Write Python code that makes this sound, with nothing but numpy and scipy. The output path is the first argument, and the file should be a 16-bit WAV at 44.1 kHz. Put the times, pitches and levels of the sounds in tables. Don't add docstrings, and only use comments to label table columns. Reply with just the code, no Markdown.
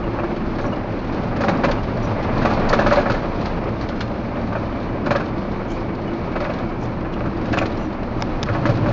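import sys
import numpy as np
from scipy import signal
from scipy.fft import rfft, irfft
from scipy.io import wavfile

SR = 44100
rng = np.random.default_rng(int(sys.argv[2]) if len(sys.argv) > 2 else 0)


def wav_out(sig):
    wavfile.write(sys.argv[1], SR, np.round(np.clip(np.atleast_2d(sig).T, -1, 1) * 32767).astype(np.int16))


N = 393372
TIME = np.arange(N) / SR


def from_db(db):
    return 10 ** (np.asarray(db) / 20)


def unit_rms(x):
    return x / np.sqrt(np.mean(x ** 2) + 1e-20)


def curves(rows):
    times_s, *columns = np.transpose(rows)
    return [np.interp(TIME, times_s, column) for column in columns]


def add(out, start_s, sound):
    at = max(round(start_s * SR), 0)
    out[at:at + len(sound)] += sound[:max(N - at, 0)]


def drift(rate_hz):
    hop, settle = 40, 2000
    pole = np.exp(-2 * np.pi * hop * rate_hz / SR)
    noise = rng.standard_normal(N // hop + settle + 2)
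    slow = signal.lfilter([1], [1, -2 * pole, pole * pole], noise)[settle:]
    return np.interp(np.arange(N) / hop, np.arange(len(slow)), unit_rms(slow))


def colour(x, spectrum):
    size, skirt_db_per_oct = 16384, 18
    hz, db = np.transpose(spectrum)
    octave = np.log2(np.maximum(np.arange(size // 2 + 1) * SR / size, 1))
    outside_oct = np.abs(octave - np.clip(octave, np.log2(hz[0]), np.log2(hz[-1])))
    gain_db = np.interp(octave, np.log2(hz), db) - skirt_db_per_oct * outside_oct
    cepstrum = irfft(np.log(from_db(gain_db)))
    response = irfft(np.exp(rfft(2 * cepstrum[:size // 2], size)))
    return signal.fftconvolve(x, response / np.linalg.norm(response))[:len(x)]


def resonate(x, hz, width_hz):
    r = np.exp(-np.pi * width_hz / SR)
    feedback = [1, -2 * r * np.cos(2 * np.pi * hz / SR), r * r]
    return signal.lfilter(np.array([1, 0, -1]) * (1 - r * r) / 2, feedback, x + 1e-18)


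def rush(spectrum, level_db):
    return unit_rms(colour(rng.standard_normal(N), spectrum)) * from_db(level_db)


def chatter(rise_s, fall_s, grain_db):
    t = np.arange(SR // 8) / SR
    grains = from_db(grain_db * rng.uniform(-1.5, 1.5, len(t) // 32 + 1)).repeat(32)[:len(t)]
    burst = rng.standard_normal(len(t)) * grains * (1 - np.exp(-t / rise_s)) * np.exp(-t / fall_s)
    return burst / np.linalg.norm(burst)


# t/s, level/dB
ROAD_ROUGHNESS = [(0.0, -29.5), (0.97, -30), (1.64, -25), (1.86, -28.5), (2.55, -19), (2.93, -22.5),
                  (3.1, -25), (3.63, -28.5), (4.0, -30.5), (6.23, -30.5), (6.53, -29.5), (7.05, -32.5),
                  (7.6, -28.5), (8.07, -31.5), (8.92, -25.5)]
def roughness_db(smooth_db=-30):
    return curves(ROAD_ROUGHNESS)[0] - smooth_db


# f/Hz, level/dB
SWAY_SPECTRUM = [(14, -19.5), (19, -1), (24, 1), (32, 0.5), (45, -16), (70, -12.5)]
def sway(rough_db):
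    return rush(SWAY_SPECTRUM, -32 + 0.64 * rough_db)


# f/Hz, level/dB
BOOM_SPECTRUM = [(35, -18), (62, -3), (90, -2.5), (118, 2), (145, -7), (165, -1.5), (190, -0.5), (222, 1),
                 (280, -4), (335, -2.5), (420, -11.5), (600, -33)]
THUD_SPECTRUM = [(90, -11), (170, -1), (240, 1.5), (330, -3), (450, -16)]
# t/s, level/dB
BUMP_THUDS = [(.641, -27.5), (1.141, -29.5), (1.483, -23.5), (1.637, -21), (2.4, -26), (2.728, -24),
              (2.913, -28), (3.058, -37.5), (5.106, -24.5), (6.38, -28), (7.56, -29.5), (8.656, -28)]
def body_boom(rough_db, half_swell_s=0.13):
    boom = rush(BOOM_SPECTRUM, -26 + 0.27 * rough_db + 0.95 * drift(16))
    swells = [from_db(db) / (1 + ((TIME - at_s) / half_swell_s) ** 2) for at_s, db in BUMP_THUDS]
    return boom + rush(THUD_SPECTRUM, 0) * np.max(swells, axis=0)


# f/Hz, level/dB
TYRE_SPECTRUM = [(200, -2), (330, -6.5), (430, 0), (570, 1.5), (720, -2), (1150, -5), (1500, -11),
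                 (1900, -15), (2400, -16), (3000, -25.5), (4500, -51.5)]
def tyre_roar(lift_db, shudder):
    return rush(TYRE_SPECTRUM, -29.5 + lift_db + 0.57 * shudder + 0.91 * drift(22))


# f/Hz, level/dB
WIND_SPECTRUM = [(1800, -16.5), (3000, 3.5), (4300, 4.5), (5200, -2), (6200, -9), (7500, -26)]
def wind_hiss(lift_db, shudder):
    return rush(WIND_SPECTRUM, -51.5 + lift_db + 0.4 * shudder + 1.4 * drift(4.9))


# t/s, level/dB
FLOOR_LEVEL = [(0, -47), (1.6, -36.5), (2.4, -24), (2.9, -33), (3.4, -52.5), (8.2, -36.5), (8.45, -23.5),
               (8.7, -24.5), (8.92, -24.5)]
def floor_drum():
    broad = resonate(rng.standard_normal(N), hz=117, width_hz=64)
    narrow = resonate(broad, hz=111, width_hz=24)
    return unit_rms(narrow) * from_db(curves(FLOOR_LEVEL)[0])


# t/s, f/Hz, level/dB
TREAD_TRACK = [(0, 346.4, -33), (.7, 343, -39), (1.3, 341, -54), (3.5, 337.8, -49), (5.5, 340, -38),
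               (6.8, 334, -34.5), (7.5, 324.2, -33), (8.2, 311.3, -34), (8.92, 314.4, -29.5)]
def tread_hum():
    hz, db = curves(TREAD_TRACK)
    phase = 2 * np.pi * np.cumsum(hz) / SR
    return from_db(db) * unit_rms(drift(16) * np.sin(phase) + drift(8.8) * np.cos(phase))


# t/s, f/Hz, level/dB
FIRING_TRACK = [(0, 111.4, -30.5), (.8, 110.2, -39.5), (1.5, 116.9, -30.5), (2.8, 118.5, -45.5),
                (3.6, 116.6, -31.5), (5, 113.9, -38), (6.4, 121.4, -37), (7.4, 114.2, -32.5),
                (8.2, 119.6, -36), (8.92, 116.1, -31)]
# multiple of firing rate, level/dB
ENGINE_ORDERS = [(.5, -2.5), (1, -1), (1.5, -7), (2, -18.5), (2.5, -12.5), (3, -13)]
def diesel():
    firing_hz, level_db = curves(FIRING_TRACK)
    phase = 2 * np.pi * np.cumsum(firing_hz * (1 + 0.01562 * drift(11.1))) / SR
    drone = sum(from_db(db + 3.4 * drift(9.8)) * np.sin(order * phase) for order, db in ENGINE_ORDERS)
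    return unit_rms(drone) * from_db(level_db)


# t/s, f/Hz, level/dB
WHINE_TRACK = [(0, 2290, -62), (3.3, 2300, -61), (4.3, 2295, -53), (5.6, 2270, -53), (6.7, 2275, -49.5),
               (7.1, 2275, -62), (8.92, 2275, -66)]
def drivetrain_whine():
    hz, db = curves(WHINE_TRACK)
    phase = 2 * np.pi * np.cumsum(hz * (1 + 0.011 * drift(48))) / SR
    return unit_rms(np.sin(phase) * from_db(2.8 * drift(12))) * from_db(db)


# centre t/s, half length/s, f/Hz, level/dB, noise share/0-1
THIN_TONES = [(.043, .03, 2830, -50, .35), (.625, .018, 6200, -53, .4), (0.668, .04, 5660, -54, .45),
              (.73, .02, 2850, -44, .3), (1.789, .018, 2820, -41.5, .4), (2.05, .04, 5780, -52, .45),
              (2.696, .012, 4500, -36, .7), (4.735, .025, 3050, -48, .35), (4.89, .02, 2900, -48, .35),
              (5.71, .04, 3150, -51, .6), (5.71, .02, 5200, -52, .55), (5.725, .06, 5900, -56, .8),
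              (6.081, .022, 2930, -45, .25), (6.837, .05, 5570, -55, .95), (7.143, .022, 2860, -47, .6),
              (7.54, .016, 2550, -36, .75), (7.585, .022, 2520, -32, .65), (7.82, .045, 2750, -46, .5),
              (7.83, .08, 5810, -55, .4)]
def trim_and_panel_tones(sag=0.008, unsteadiness=0.012):
    out, waver, noise = np.zeros(N), drift(90), rng.standard_normal(N)
    for centre_s, half_s, hz, db, noise_share in THIN_TONES:
        near = np.abs(TIME - centre_s) < half_s
        progress = (TIME[near] - centre_s) / half_s
        pitch_hz = hz * (1 - sag * progress + unsteadiness * waver[near])
        tone = unit_rms(np.sin(2 * np.pi * np.cumsum(pitch_hz) / SR))
        rasp = unit_rms(resonate(noise[near], hz, width_hz=hz / 7))
        blend = unit_rms((1 - noise_share) * tone + noise_share * rasp)
        out[near] += from_db(db) * np.cos(np.pi / 2 * progress) ** 2 * blend
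    return out * from_db(4 * drift(70))


# t/s, level/dB
TRIM_RATTLES = [(0.5841, -37), (1.362, -36), (1.712, -25), (2.377, -34), (2.535, -32), (2.957, -24.5),
                (3.013, -33), (3.1172, -28.5), (3.4124, -35), (3.4555, -29), (3.8096, -34.5), (3.8878, -32),
                (4.0059, -23.5), (5.059, -33), (5.159, -27), (5.255, -39), (6.4014, -34.5), (6.442, -35),
                (6.535, -33.5), (6.585, -37), (7.455, -36), (7.527, -29), (7.656, -30), (7.719, -38),
                (7.771, -36), (8.457, -38), (8.537, -39)]
# f/Hz, level/dB
RATTLE_SPECTRUM = [(700, 2), (1500, 12), (2500, 3.5), (4300, 4.5), (5500, -3), (7500, -20)]
def trim_rattles(rough_db, faint_per_s=10, makeup_db=25):
    contacts = np.zeros(N)
    faint_db = -42.5 + rough_db + 2 * rng.standard_normal(N)
    faint = [(i / SR, faint_db[i]) for i in np.flatnonzero(rng.random(N) < faint_per_s / SR)]
    for at_s, db in list(TRIM_RATTLES) + faint:
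        burst = chatter(rise_s=0.0026, fall_s=0.0092, grain_db=2)
        add(contacts, at_s - 0.001, burst * from_db(db + makeup_db))
    return colour(contacts, RATTLE_SPECTRUM)


# t/s, level/dB, tilt/(dB/oct)
CLICK_HITS = [(8.206, -28, 2), (8.213, -16, -6), (8.2228, -8, 0), (8.2262, -21, -5), (8.43, -12, 3),
              (8.4347, -17.5, 1.5)]
# f/Hz, level/dB, T60/s
PLASTIC_MODES = [(865, -7, 0.02), (1660, -9, .014), (2540, -23, 0.0072), (3600, -8.5, 0.007),
                 (5060, -11, 0.0046)]
# f/Hz, level/dB
SNAP_SPECTRUM = [(500, 8.5), (1500, 7), (3000, -4), (5000, -2), (7000, -19.5)]
def clicks(snap_s=0.0015):
    out, t = np.zeros(N), np.arange(SR // 40) / SR
    for at_s, level_db, db_per_oct in CLICK_HITS:
        tilt_db = lambda hz: db_per_oct * np.log2(hz / PLASTIC_MODES[0][0])
        ring = sum(np.sin(2 * np.pi * hz * t) * from_db(db + tilt_db(hz) - 60 * t / t60_s)
                   for hz, db, t60_s in PLASTIC_MODES)
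        burst = rng.standard_normal(len(t)) * np.exp(-t / snap_s)
        snap = colour(burst, [(hz, db + tilt_db(hz)) for hz, db in SNAP_SPECTRUM])
        add(out, at_s, from_db(level_db) * (ring + 0.75 * snap))
    return out


# t/s, peak level/dB, tilt/(dB/oct)
JOLTS = [(1.484, -14, -2), (2.417, -15.5, -1), (2.449, -15, 5), (2.523, -14, -2), (2.713, -15, -1),
         (2.847, -12, -5), (2.881, -10.5, 4), (3.101, -11, -2), (5.106, -15, -2), (5.155, -17, 7),
         (7.518, -9, 21), (7.573, -13, 2), (7.615, -17, -5), (8.653, -9.5, 11), (8.693, -9, -17),
         (8.823, -13, -26)]
# f/Hz, level/dB, T60/s
SHELL_MODES = [(116.7, -6.5, 0.12), (221, -4.5, 0.083), (308, -4.5, 0.05)]
def shell_thumps(rise_s=0.0017):
    out, t = np.zeros(N), np.arange(SR // 6) / SR
    for at_s, peak_db, db_per_oct in JOLTS:
        boom = np.zeros(len(t))
        for hz, db, t60_s in SHELL_MODES:
            mode_db = db + db_per_oct * np.log2(hz / SHELL_MODES[0][0]) - 60 * t / t60_s
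            boom += np.sin(2 * np.pi * (hz * t + rng.random())) * from_db(mode_db)
        boom *= 1 - np.exp(-t / rise_s)
        add(out, at_s, from_db(peak_db) * boom / np.abs(boom).max())
    return out


# f/Hz, width/Hz, level/dB
PANEL_MODES = [(345, 74, -6.5), (578, 40, 5.2), (680, 55, -3.5), (792, 70, -2.5), (949, 84, -7),
               (1125, 75, -1.5), (1292, 70, -3.2), (1460, 80, -4.8), (1600, 110, -8), (1720, 55, -6),
               (2000, 40, -14.5), (2300, 130, -12.5), (2520, 160, -10)]
def panel_ring(force, db_per_oct, spread_db, detune=0):
    ring, t = np.zeros(len(force)), np.arange(SR // 12) / SR
    for hz, width_hz, db in PANEL_MODES:
        mode_hz = hz * (1 + detune * rng.standard_normal())
        mode = np.sin(2 * np.pi * (mode_hz * t + rng.random())) * np.exp(-np.pi * width_hz * t)
        mode_db = db + db_per_oct * np.log2(hz / PANEL_MODES[0][0]) + spread_db * rng.standard_normal()
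        ring += from_db(mode_db) * unit_rms(signal.oaconvolve(force, mode)[:len(force)])
    return signal.sosfilt(signal.butter(4, [250, 2900], "band", fs=SR, output="sos"), ring)


def panel_mutter(lift_db, shudder):
    force = rng.standard_normal(N) * from_db(7.6 * np.tanh(shudder))
    return unit_rms(panel_ring(force, db_per_oct=-4.5, spread_db=7.5)) * from_db(-38.5 + lift_db)


def panel_slap(db_per_oct, detune=0.022, buzz_delay_s=0.00302, buzz_db=0.6):
    firm = chatter(rise_s=0.00087, fall_s=0.0016, grain_db=1.5)
    strike = panel_ring(firm, db_per_oct - 1.9, spread_db=2, detune=detune)
    small = chatter(rise_s=0.0027, fall_s=0.011, grain_db=4.5)
    buzz = panel_ring(small, db_per_oct + 1, spread_db=3, detune=detune)
    buzz = np.pad(buzz, (round(buzz_delay_s * SR), 0))[:len(strike)]
    slap = unit_rms(strike) + from_db(buzz_db) * unit_rms(buzz)
    return slap / np.linalg.norm(slap)


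# t/s, ring level/dB, crack level/dB
PANEL_KNOCKS = [(.187, -10.5, -54), (.233, -13, -55), (.306, -17.5, -56), (.585, -15, -48),
                (.641, -11.5, -46), (.722, -19, -56), (1.406, -10.5, -32), (1.436, -6.5, -34),
                (1.483, -4, -29.5), (1.534, -13, -50), (1.635, -6, -30), (1.641, -3.5, -31.5),
                (1.682, -6, -40), (2.36, -13, -48), (2.417, -11, -36), (2.449, -2.5, -31), (2.502, -9, -38),
                (2.651, -22, -51), (2.7, -7, -35), (2.728, -1, -24.5), (2.788, -1.5, -30),
                (2.815, -7.5, -39), (2.862, -2, -30), (2.911, -1.5, -35), (2.922, -5, -27), (2.969, 0, -36),
                (2.989, -14, -36), (3.009, -21, -50), (3.056, -6, -44), (3.097, -6, -32), (3.14, -12, -39),
                (4.357, -15.5, -53), (4.522, -14, -55), (4.552, -9, -51), (5.063, -9.5, -40),
                (5.106, -3, -29), (5.149, -4.5, -41), (5.197, -11, -41.5), (6.355, -10, -43),
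                (6.404, -11, -45), (6.424, -18, -52), (6.45, -12, -47), (6.494, -11, -44),
                (6.594, -19, -57), (7.047, -18, -56), (7.164, -18.5, -63), (7.206, -16, -54),
                (7.254, -16, -46), (7.532, -8, -41.5), (7.572, -6, -38), (7.613, -7.5, -37),
                (8.487, -9.5, -43), (8.549, -9.5, -43), (8.654, -6.5, -31), (8.688, -9, -35.5),
                (8.859, -12, -44), (8.884, -11, -39)]
# f/Hz, level/dB
CRACK_SPECTRUM = [(1000, -1), (2500, 0), (3200, -1.5), (4300, -0.5), (5300, -7.5), (6500, -12.5),
                  (7500, -25.5)]
def panel_knocks(ring_makeup_db=17.5, crack_makeup_db=27):
    rings, cracks = np.zeros(N), np.zeros(N)
    for at_s, ring_db, crack_db in PANEL_KNOCKS:
        db_per_oct = np.clip(0.21 * (crack_db - ring_db + 26.5), -2, 1.5)
        add(rings, at_s, panel_slap(db_per_oct) * from_db(ring_db + ring_makeup_db))
        crack = chatter(rise_s=0.0059, fall_s=0.013, grain_db=0.5)
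        add(cracks, at_s, crack * from_db(crack_db + crack_makeup_db))
    return rings + colour(cracks, CRACK_SPECTRUM)


def cab_reverb(x, t60_s=0.26, wet_db=-12.5, gap_s=0.004):
    t = np.arange(SR // 4) / SR
    tail = rng.standard_normal(len(t)) * from_db(-60 * t / t60_s) * (t > gap_s)
    return x + from_db(wet_db) * signal.fftconvolve(x, tail / np.linalg.norm(tail))[:N]


def scene():
    rough_db = roughness_db()
    lift_db = 0.73 * rough_db
    shudder = unit_rms(resonate(rng.standard_normal(N), hz=21, width_hz=9.3))
    bed = sway(rough_db) + body_boom(rough_db)
    bed += tyre_roar(lift_db, shudder) + wind_hiss(lift_db, shudder)
    bed += floor_drum() + panel_mutter(lift_db, shudder)
    bed += tread_hum() + diesel() + drivetrain_whine()
    close = clicks()
    shaken = trim_and_panel_tones() + panel_knocks() + shell_thumps() + trim_rattles(rough_db)
    return (bed + close + cab_reverb(shaken))[None]


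def record(dry):
    cutoff_hz = 7250
    rounded = 0.94 * np.tanh(dry / 0.96)
    return signal.sosfilt(signal.ellip(10, 0.2, 80, cutoff_hz, fs=SR, output="sos"), rounded)


dry = scene()
out = record(dry)
wav_out(out)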